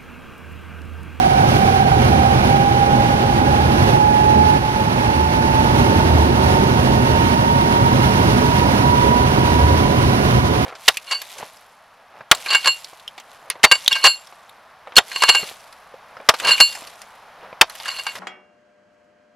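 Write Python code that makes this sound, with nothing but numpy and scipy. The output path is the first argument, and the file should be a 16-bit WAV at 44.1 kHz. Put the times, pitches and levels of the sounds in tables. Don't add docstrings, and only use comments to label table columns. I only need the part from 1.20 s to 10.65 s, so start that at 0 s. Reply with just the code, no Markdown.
import sys
import numpy as np
from scipy import signal
from scipy.fft import rfft, irfft, next_fast_len
from scipy.io import wavfile
from scipy.ndimage import uniform_filter1d, minimum_filter1d

SR = 44100
rng = np.random.default_rng(int(sys.argv[2]) if len(sys.argv) > 2 else 0)


def put_to_file(sound):
    columns = np.atleast_2d(sound).T
    safe = np.clip(columns, -1, 1)
    whole_steps = np.round(safe * 32767)
    wavfile.write(sys.argv[1], SR, whole_steps.astype(np.int16))


N = 416744
TIME = np.arange(N) / SR
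FFT_SIZE = next_fast_len(N)
FREQS = np.maximum(np.arange(FFT_SIZE // 2 + 1) * SR / FFT_SIZE, 1)

TEETH = 47
START_HZ, CLIMB_HZ_PER_S, EASING_HZ_PER_S2 = 764, 28.9, 0.68
WHINE_DB = -9
GRIND_DB, GRIND_DB_PER_OCTAVE = -19, -16
RUMBLE_DB, RUMBLE_DB_PER_OCTAVE = -18, 3.5
HISS_DB, HISS_DB_PER_OCTAVE = -30.5, 2.5
AIR_DB, AIR_DB_PER_OCTAVE = -41.5, 10

# centre_hz, width_hz, gain_db, left_gain_db, left_lag_rad
BODY_MODES = [(766.5, 9, -4, -6, 2.7), (780.5, 11, -5.5, -7.5, 2.1), (793, 5.5, -5, -9, 2.2),
              (806, 10, -4.8, -6.5, 1.7), (814.6, 7, -7.3, -5, 1.7), (825.5, 15, -12, -4, 2.0),
              (843, 4.6, -3.5, -9, 2.7), (849.8, 15, -0.5, -8, 2.7), (861.5, 6, -11, -5, 1.6),
              (878.5, 14, -7.3, -7, 2.3), (894, 8, -15, -4, 1.8), (908, 9, -15, -8, 2.2),
              (922.5, 9, -12.5, -8, 2.4), (935.5, 14, -8, -4, 2.6), (948, 6, -16, -7, 2.2),
              (957.6, 6, -12, -7, 1.8), (969.7, 10.4, -6.8, -8, 2.4), (986.5, 8, -15.5, -6, 1.6)]
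# mesh_multiple, relative_level_db
GRIND_BANDS = [(0.92, -7.5), (1.15, -10.5), (2, -14), (3, -16)]
# shaft_multiple, relative_level_db
GEAR_SIDE_TONES = [(43, -14.5), (44, -11), (45, -13), (46, -4), (48, -11), (49, -9.5), (50, -10.5)]
# centre_s, level_db, half_length_s, shaft_multiple
SIDE_TONE_SWELLS = [(0.35, -25.5, .3, 49), (2.15, -24.5, .2, 46), (2.42, -25, .09, 48), (5.27, -27, .1, 49),
                    (7.85, -25, .12, 46), (8.28, -22.5, .18, 46)]
# shaft_multiple, level_db
DRIVE_HUMS = [(10, -38.5), (12.35, -35.5), (19.75, -40), (31.3, -41.5)]
# frequency_hz, relative_level_db
RUMBLE_COLOUR = [(20, -16), (38, -15.5), (56, -0.5), (76, 0), (100, 2), (130, 2), (165, -2), (240, -2.5),
                 (310, -2), (400, -5.5), (490, -8.5), (880, -9.5), (1200, -21.5), (4000, -84)]
# centre_s, lift_db, half_length_s
BOGIE_SURGES = [(0.05, -3.3, .14), (0.58, -1.2, .1), (0.89, 1.2, .1), (1.72, 1.2, .1), (2.22, 1.5, .09),
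                (3.15, 1, .1), (3.85, -1.8, .3), (4.72, 1.8, .12), (5.35, 1.1, .12), (5.68, 1.6, .08),
                (8.45, 1.4, .15)]
# centre_s, lift_db, half_length_s
RAIL_PATCHES = [(0.363, 2.8, 0.14), (0.894, 1.6, 0.12), (1.28, 1.5, 0.05), (2.654, 2, 0.097),
                (4.583, 1.5, 0.06), (4.85, 0.5, 0.12), (5.287, 1.5, 0.048), (7.017, 1.1, 0.21),
                (7.54, 1.5, 0.041)]
# centre_s, level_db, half_length_s
TRACK_BUMPS = [(0.92, -18.5, .13), (2.4, -19.5, .07), (3.23, -21, .07), (4.03, -20.5, .06),
               (4.35, -24, .06), (4.96, -14.2, .08), (5.25, -21, .08), (5.88, -25, .12), (8.47, -14.8, .1),
               (9.2, -23, .1)]
# pitch_hz, relative_level_db, waver_ratio
FLOOR_MODES = [(78, -0.3, 0.22), (125, -13, 0.5)]
# centre_s, level_db, half_length_s, pitch_hz, width_hz
CABIN_RINGS = [(0.92, -22, .04, 732, 22), (1.05, -31, .3, 530, 9), (1.1, -40, .5, 2420, 90),
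               (1.2, -39.5, 1.1, 3050, 190), (2.66, -26, .09, 542, 14), (2.66, -35, .07, 2780, 190),
               (3.2, -24, .13, 224, 6), (5.35, -29, .2, 388, 10), (5.9, -23.5, .16, 246, 6),
               (6.55, -24, .12, 127, 5), (7.15, -27, .2, 196, 7), (9.1, -25, .4, 124, 5)]
# frequency_hz, relative_level_db
HISS_COLOUR = [(300, -54), (1000, 3), (1550, -4), (2000, -2.5), (3200, -6.5), (4500, -11), (6200, -17.5),
               (7700, -25), (9300, -26), (15700, -53)]
# frequency_hz, relative_level_db
AIR_COLOUR = [(1000, -7.5), (3000, 1), (5500, 2), (7000, -4.5), (7700, -23), (8500, -5.5), (9300, -0.5),
              (11000, -4), (13000, -8), (15700, -14)]
# centre_hz, width_hz, lift_db
CABIN_MODES = [(130.7, 18.4, 5), (202.7, 7.7, 3.5), (241.7, 25.5, 3.5), (310, 20, -2), (349.7, 22, 3.5),
               (381, 12, 3.5), (425, 30, 4.5), (550, 52, 7), (618, 28, 4.5), (736, 35, 7.5), (950, 65, 2),
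               (1020, 27, -4.5), (1287, 50, 5.5), (1475, 96, 7), (1638, 87, 4.5), (1860, 72, 2),
               (2180, 130, 1.5), (2790, 80, 3.5)]
# frequency_hz, level_db, lag_rad, coherence_ratio
STEREO_IMAGE = [(30, -0.3, 0.1, 0.72), (60, -0.6, 0.22, 0.975), (140, -1, 0.57, 0.99),
                (200, -2.5, 0.63, 0.975), (292, -3.8, 1.1, 0.965), (580, -7.5, 1.84, 0.91),
                (820, -7, 1.85, 0.83), (1010, -3.5, 2.2, 0.8), (1495, -4.5, 3.5, 0.77),
                (2020, -6.5, 2.8, 0.72), (4200, -7.5, 3.2, 0.58), (6200, -7.5, 3.9, 0.56),
                (7600, 0.5, 2.7, 0.69), (9350, -7, 2.4, 0.62), (10700, -15.5, 3.13, .35)]
# start_s, strength_db
LEVEL_DIPS = [(0.516, 1), (1.41, 1.5), (1.955, 2), (2.755, 3.5), (3.36, 4.5), (4.0, 2.5), (6.12, 2),
              (7.591, 0), (9.176, 2)]


def gear_whine(mesh_hz, waver=0.2, octave_db=-23.5):
    body = body_response(mesh_hz)
    line = (1 + waver * flicker(15)) * glide(mesh_hz)
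    octave = np.abs(body[1]) * tone(flicker(14), flicker(5.5), 2 * mesh_hz)
    return from_db(WHINE_DB) * (np.sqrt(2) * (body * line).real + from_db(octave_db) * octave)


def body_response(hz, between_modes_db=-16.5, between_db_per_octave=-12):
    grid_hz = np.linspace(hz.min(), hz.max(), 2000)
    centre_hz, width_hz, gain_db, left_db, lag_rad = np.transpose(BODY_MODES)[:, :, None]
    mode_power = from_db(gain_db) ** 2 / (1 + (2 * (grid_hz - centre_hz) / width_hz) ** 18)
    power = mode_power.sum(axis=0)
    leak_db = between_modes_db + between_db_per_octave * np.log2(grid_hz / START_HZ)
    right = np.sqrt(power + from_db(leak_db) ** 2)
    left = right * (mode_power * from_db(left_db) * np.exp(-1j * lag_rad)).sum(axis=0) / power
    return np.array([np.interp(hz, grid_hz, left), np.interp(hz, grid_hz, right)])


def gear_grind(mesh_hz, rail_db, spread_hz=68, smear_db=-4, rail_share=0.47, body_top_hz=990):
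    grind = from_db(smear_db) * tone(flicker(spread_hz), flicker(spread_hz), mesh_hz)
    for multiple, db in GRIND_BANDS:
        width_hz = spread_hz * np.sqrt(multiple)
        grind += from_db(db) * tone(flicker(width_hz), flicker(width_hz), multiple * mesh_hz)
    stray = flicker(1.6)
    for multiple, db in GEAR_SIDE_TONES:
        hz = mesh_hz * multiple / TEETH
        body_loss = np.sqrt(1 + (hz / body_top_hz) ** 60)
        grind += from_db(db) * tone(flicker(1.63), stray, hz) / body_loss
    level_db = GRIND_DB + GRIND_DB_PER_OCTAVE * np.log2(mesh_hz / START_HZ) + rail_share * rail_db
    return from_db(level_db) * grind


def side_tone_swells(mesh_hz):
    stray = flicker(1.4)
    return sum(from_db(db) * swell(centre_s, half_s) * tone(np.ones(N), stray, mesh_hz * multiple / TEETH)
               for centre_s, db, half_s, multiple in SIDE_TONE_SWELLS)


def drive_hum(mesh_hz, resonance_share=1.4, waver=0.52):
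    stray = flicker(2.3)
    direct = 1 + waver * flicker(5.6)
    hum = 0
    for multiple, db in DRIVE_HUMS:
        hz = mesh_hz * multiple / TEETH
        hum += from_db(db + resonance_share * cabin_lift_db(hz)) * tone(direct, stray, hz)
    return hum


def wheel_rumble(speed_octaves, rail_db):
    level_db = RUMBLE_DB + RUMBLE_DB_PER_OCTAVE * speed_octaves + rail_db + ride_db(BOGIE_SURGES)
    return from_db(level_db) * cabin_noise(RUMBLE_COLOUR)


def floor_boom(pitch_wander=0.0402):
    shaking = sum(from_db(db) * swell(centre_s, half_s) for centre_s, db, half_s in TRACK_BUMPS)
    boom = 0
    for hz, db, waver in FLOOR_MODES:
        direct = 1 + waver * flicker(7.5)
        boom += from_db(db) * tone(direct, flicker(11), hz * (1 + pitch_wander * drift(5.22)))
    return shaking * boom


def cabin_rings():
    rings = 0
    for centre_s, db, half_s, hz, width_hz in CABIN_RINGS:
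        band = tone(flicker(width_hz), flicker(width_hz), np.full(N, hz))
        rings += from_db(db) * swell(centre_s, half_s) * band
    return rings


def rail_and_air_hiss(speed_octaves, rail_db, air_share=1.8, flutter_db=0.88, flutter_hz=19):
    hiss_db = HISS_DB + HISS_DB_PER_OCTAVE * speed_octaves + rail_db
    air_db = AIR_DB + AIR_DB_PER_OCTAVE * speed_octaves + air_share * rail_db
    rails = from_db(hiss_db) * cabin_noise(HISS_COLOUR)
    air = from_db(air_db) * cabin_noise(AIR_COLOUR)
    return from_db(flutter_db * drift(flutter_hz)) * (rails + air)


def cabin_noise(colour):
    colour_db, = at_hz(colour, FREQS)
    direct, stray = rng.standard_normal((2, len(FREQS))) + 1j * rng.standard_normal((2, len(FREQS)))
    spectrum = stereo(direct, stray, FREQS) * from_db(colour_db + cabin_lift_db(FREQS))
    noise = irfft(spectrum, FFT_SIZE)[:, :N]
    return noise / noise.mean(axis=0).std()


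def cabin_lift_db(hz):
    return sum(db / (1 + (2 * (hz - centre) / width) ** 2) for centre, width, db in CABIN_MODES)


def stereo(direct, stray, hz):
    level_db, lag_rad, coherence = at_hz(STEREO_IMAGE, hz)
    blend = coherence * direct + np.sqrt(1 - coherence ** 2) * stray
    return np.array([from_db(level_db) * np.exp(-1j * lag_rad) * blend, direct])


def tone(direct, stray, hz):
    return np.sqrt(2) * (stereo(direct, stray, hz.mean()) * glide(hz)).real


def glide(hz):
    return np.exp(2j * np.pi * np.cumsum(hz) / SR)


def flicker(rate_hz):
    return drift(rate_hz, random_phase=True)


def drift(rate_hz, random_phase=False, hop=40, settle_steps=2000):
    pole = np.exp(-2 * np.pi * hop * rate_hz / SR)
    real, imaginary = rng.standard_normal((2, N // hop + settle_steps + 2))
    white = real + 1j * imaginary if random_phase else real
    slow = signal.lfilter([1], [1, -2 * pole, pole * pole], white)[settle_steps:]
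    return np.interp(TIME, np.arange(len(slow)) * hop / SR, slow / slow.std())


def swell(centre_s, half_s):
    return np.exp(-.5 * ((TIME - centre_s) / half_s) ** 2)


def ride_db(moves):
    return sum(lift_db * swell(centre_s, half_s) for centre_s, lift_db, half_s in moves)


def at_hz(rows, hz):
    points_hz, *columns = np.transpose(rows)
    return [np.interp(np.log(hz), np.log(points_hz), column) for column in columns]


def from_db(db):
    return 10 ** (np.asarray(db) / 20)


def level_dips(fall_s=0.038, recovery_s=0.29):
    dip_db = 0
    for start_s, strength_db in LEVEL_DIPS:
        age_s = np.maximum(TIME - start_s, 0)
        dip_db += strength_db * np.minimum(age_s / fall_s, 1) * np.exp(-age_s / recovery_s)
    return from_db(-dip_db)


def limiter(mix, ceiling=0.93, release_db_per_s=30, window_samples=129):
    over_db = 20 * np.log10(np.maximum(np.abs(mix).max(axis=0) / ceiling, 1))
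    held_db = -minimum_filter1d(-over_db, size=window_samples)
    duck_db = np.maximum.accumulate(held_db + release_db_per_s * TIME) - release_db_per_s * TIME
    return mix * from_db(-uniform_filter1d(duck_db, size=window_samples))


def scene():
    mesh_hz = START_HZ + CLIMB_HZ_PER_S * TIME - .5 * EASING_HZ_PER_S2 * TIME ** 2
    speed_octaves = np.log2(mesh_hz / START_HZ)
    rail_db = ride_db(RAIL_PATCHES)
    gear = gear_whine(mesh_hz) + gear_grind(mesh_hz, rail_db) + side_tone_swells(mesh_hz)
    hum = drive_hum(mesh_hz)
    carriage = wheel_rumble(speed_octaves, rail_db) + floor_boom() + cabin_rings()
    hiss = rail_and_air_hiss(speed_octaves, rail_db)
    return level_dips() * (gear + hum + carriage + hiss)


def record(dry):
    cutoff_hz = 15750
    high_cut = 1 / np.sqrt(1 + (FREQS / cutoff_hz) ** 800)
    return irfft(rfft(limiter(dry), FFT_SIZE) * high_cut, FFT_SIZE)[:, :N]


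dry = scene()
out = record(dry)
put_to_file(out)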